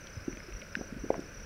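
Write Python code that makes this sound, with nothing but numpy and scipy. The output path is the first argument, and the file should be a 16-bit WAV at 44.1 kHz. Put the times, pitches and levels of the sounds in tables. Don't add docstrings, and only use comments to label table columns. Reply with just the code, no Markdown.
import sys
import numpy as np
from scipy import signal
from scipy.fft import rfft, irfft
from scipy.io import wavfile

SR = 44100
rng = np.random.default_rng(int(sys.argv[2]) if len(sys.argv) > 2 else 0)


def file_out(sig):
    cols = np.atleast_2d(sig).T
    lim = np.clip(cols, -1, 1)
    pcm = np.round(lim * 32767).astype(np.int16)
    wavfile.write(sys.argv[1], SR, pcm)


N = 63945
TOP_HZ = 15720


def plop(hz, glide, swell_s, db):
    t = np.arange(int(10 * swell_s * SR)) / SR
    age = t / swell_s
    envelope = age ** 2 * np.exp(2 - 2 * age)
    pitch = hz * 2 ** (glide * np.minimum(t, 4.9 * swell_s))
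    ring = np.sin(2 * np.pi * np.cumsum(pitch) / SR)
    tearing = band(rng.standard_normal(SR // 4), 1.6 * hz, octaves=1.128)
    squelch = undb(-19.5) * unit(tearing)[-len(t):]
    return undb(db) * envelope * (ring + squelch)


def near_bubbles():
    # (time [s], starting pitch [Hz], glide [octaves/s], swell time [s], peak level [dB])
    bubbles = [ (0.1649, 143, -42.5, 0.0094, -33.5), (0.2797, 225.4, 95, 0.00281, -22.5),
               (.2900, 418, -10.5, 0.0079, -46.5), (0.3293, 171, 33, 0.00348, -37),
               (.3700, 484, 39, .002, -40), (.4800, 312.4, 16.5, 0.00862, -40.5),
               (.6210, 495, 30.5, 0.00455, -43), (0.7525, 1765, -65.5, .0013, -20.5),
               (.7526, 2627, -5.5, 0.000934, -32.5), (0.766, 275.4, -38.5, 0.00605, -33),
               (0.7879, 275.2, 80.5, 0.00445, -39), (0.811, 283, 1, 0.00117, -25.5),
               (.8140, 617, 17.5, 0.00179, -35.5), (0.9234, 162.2, 88, .0037, -31),
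               (0.9598, 130.7, 84, 0.0074, -35.5), (1.035, 176.7, 103, 0.0056, -29.5),
               (1.062, 247, 25.5, 0.00236, -34), (1.1039, 448.4, 64, 0.001139, -11),
               (1.1415, 913, 13, 0.00102, -27.5), (1.1450, 458, 100, 0.00074, -33.5),
               (1.1510, 644, 1.5, 0.0038, -32.5), (1.163, 204, 8, 0.00305, -38),
               (1.1801, 220.4, 57.5, 0.0016, -30), (1.1910, 230.1, 101, 0.0027, -28.5), ]
    out = np.zeros(N)
    for start, hz, glide, swell_s, db in bubbles:
        add(out, start, plop(hz, glide, swell_s, db))
    return out


def wet_ticks(decay_s=0.000934):
    # (time [s], centre [Hz], width [octaves], peak level [dB])
    ticks = [(0.071, 2270, 1.15, -36), (0.328, 1760, 0.567, -37), (0.3709, 2185, 0.53, -37),
             (.402, 1915, 0.443, -37.5), (.524, 2417, 0.426, -40.5), (0.5515, 2300, 0.83, -43),
             (0.617, 2620, 0.69, -36.5), (0.621, 2410, 0.35, -39.5), (.7528, 2183, 0.73, -34.5),
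             (1.1063, 2044, 0.307, -39.5), (1.1423, 2020, 0.334, -40.5), (1.2037, 4700, 2.7, -41)]
    out = np.zeros(N)
    t = np.arange(SR // 50) / SR
    for start, hz, octaves, db in ticks:
        burst = rng.standard_normal(len(t)) * np.exp(-t / decay_s)
        tick = dull(band(burst, hz, octaves), hz=5700)
        add(out, start, undb(db) * tick / np.abs(tick).max())
    return out


def far_simmer(count=24):
    out = np.zeros(N)
    for when, octave, strength in rng.uniform(-1, 1, (count, 3)):
        bubble = plop(hz=221.4 * 2 ** octave, glide=14, swell_s=0.0031, db=-54 + 4 * strength)
        add(out, (when + 1) / 2 * N / SR, bubble)
    return out


def wing_stroke(hz, fall_hz=812, length_s=0.02447):
    progress = np.linspace(0, 1, int(length_s * SR))
    pitch = hz - fall_hz * progress ** 1.424
    return np.sin(np.pi * progress) ** 2 * np.sin(2 * np.pi * np.cumsum(pitch) / SR)


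def trilling_insects(jitter_s=0.00067, pitch_spread=0.00856):
    # (start [s], end [s], stroke rate [1/s], starting pitch [Hz], peak level [dB])
    trills = [ (.000, .150, 33.7, 6262, -51), (0.017, 0.097, 25, 6050, -55.5),
              (0.193, 0.304, 46, 6169, -55.5), (0.241, 0.318, 34, 6230, -53),
              (0.289, .395, 35.3, 6270, -49.5), (.425, .505, 29.1, 6130, -55),
              (0.527, .605, 33.1, 6159, -46.5), (.625, .735, 34.5, 6073, -53.5),
              (0.757, .840, 30.5, 6150, -50), (0.775, .885, 32.8, 6264, -49.5),
              (0.988, 1.160, 31, 6195, -51), (1.004, 1.100, 31, 6130, -55.5), (1.166, 1.260, 31, 5650, -55),
              (1.188, 1.335, 32, 6200, -53), (1.336, 1.445, 34.95, 6160, -48), ]
    out = np.zeros(N)
    for start, end, rate, hz, db in trills:
        for when in np.arange(start, end, 1 / rate):
            late, sharp = rng.standard_normal(2)
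            tone = wing_stroke(hz * (1 + pitch_spread * sharp))
            add(out, when + jitter_s * late, undb(db) * tone)
    return out


def chirping_insect(period_s=0.035):
    chirps = [.130, .390, .718]
    out = np.zeros(N)
    tone = undb(-53) * wing_stroke(hz=5238.6, fall_hz=200, length_s=0.02276)
    for start in chirps:
        for k in range(3):
            add(out, start + k * period_s, tone)
    return out


def far_insects(strokes=44):
    out = np.zeros(N)
    for start in rng.uniform(0, N / SR, strokes):
        add(out, start, undb(-63) * wing_stroke(hz=6000 + rng.uniform(-286, 286)))
    return out


def scatter(x, t60_s, top_hz, build_s=0.00282):
    t = np.arange(SR // 2) / SR
    decay = np.exp(-np.log(1000) * t / t60_s)
    onset = 1 - np.exp(-(t / build_s) ** 2)
    tail = rng.standard_normal(len(t)) * decay * onset
    reflections = signal.fftconvolve(x, tail / np.linalg.norm(tail))[:N]
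    return dull(reflections, top_hz)


def hush():
    # (frequency [Hz], relative density [dB])
    spectrum = [(20, -5), (100, -4.5), (200, -5), (350, -11.5), (540, -7), (660, -14), (750, -20.5),
                (1150, -17), (1360, -11.5), (1550, -7.5), (1850, -17), (2450, -15.5), (3400, -28.5),
                (4200, -28.5), (5200, -23.5), (5900, -19.5), (6500, -35), (7200, -36), (11000, -36.5),
                (15500, -40.5)]
    return undb(-49.5) * noise(spectrum)


def rumble():
    # (frequency [Hz], relative density [dB])
    spectrum = [(15, -19.5), (28, -7), (42, 5), (60, -10.5), (85, -4), (130, -16), (300, -60)]
    # (time [s], level [dB])
    swells = [(0, -55.5), (.25, -55), (.4, -48.5), (.47, -51.5), (.55, -42.5), (.63, -57.5), (.72, -52.5),
              (.95, -49.5), (1.01, -44.5), (1.08, -53), (1.3, -54.5), (1.45, -47.5)]
    level_db = np.interp(np.arange(N) / SR, *np.array(swells).T)
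    return undb(level_db) * noise(spectrum)


def noise(spectrum):
    hz, db = np.array(spectrum).T
    bins_hz = np.maximum(np.fft.rfftfreq(N, 1 / SR), 1)
    gain = undb(np.interp(np.log(bins_hz), np.log(hz), db))
    return unit(irfft(rfft(rng.standard_normal(N)) * gain, N))


def band(x, hz, octaves):
    edges = np.clip(hz * 2 ** (np.array([-.5, .5]) * octaves), 1, SR / 2 - 1)
    return signal.sosfilt(signal.butter(2, edges, "bandpass", fs=SR, output="sos"), x)


def dull(x, hz):
    return signal.sosfilt(signal.butter(3, hz, fs=SR, output="sos"), x)


def undb(db):
    return 10 ** (np.asarray(db) / 20)


def unit(x):
    return x / np.sqrt(np.mean(x ** 2) + 1e-20)


def add(out, start_s, x):
    i = max(int(start_s * SR), 0)
    if i < N:
        out[i:i + len(x)] += x[:N - i]


def scene():
    mud = near_bubbles() + wet_ticks() + far_simmer()
    bank_echo = undb(-11) * scatter(mud, t60_s=0.394, top_hz=778)
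    insects = trilling_insects() + chirping_insect() + far_insects()
    foliage_blur = undb(-11.5) * scatter(insects, t60_s=0.139, top_hz=TOP_HZ)
    return (mud + bank_echo + insects + foliage_blur + hush() + rumble())[None]


def record(dry):
    return signal.sosfilt(signal.ellip(10, .2, 70, TOP_HZ, fs=SR, output="sos"), dry)


dry = scene()
out = record(dry)
file_out(out)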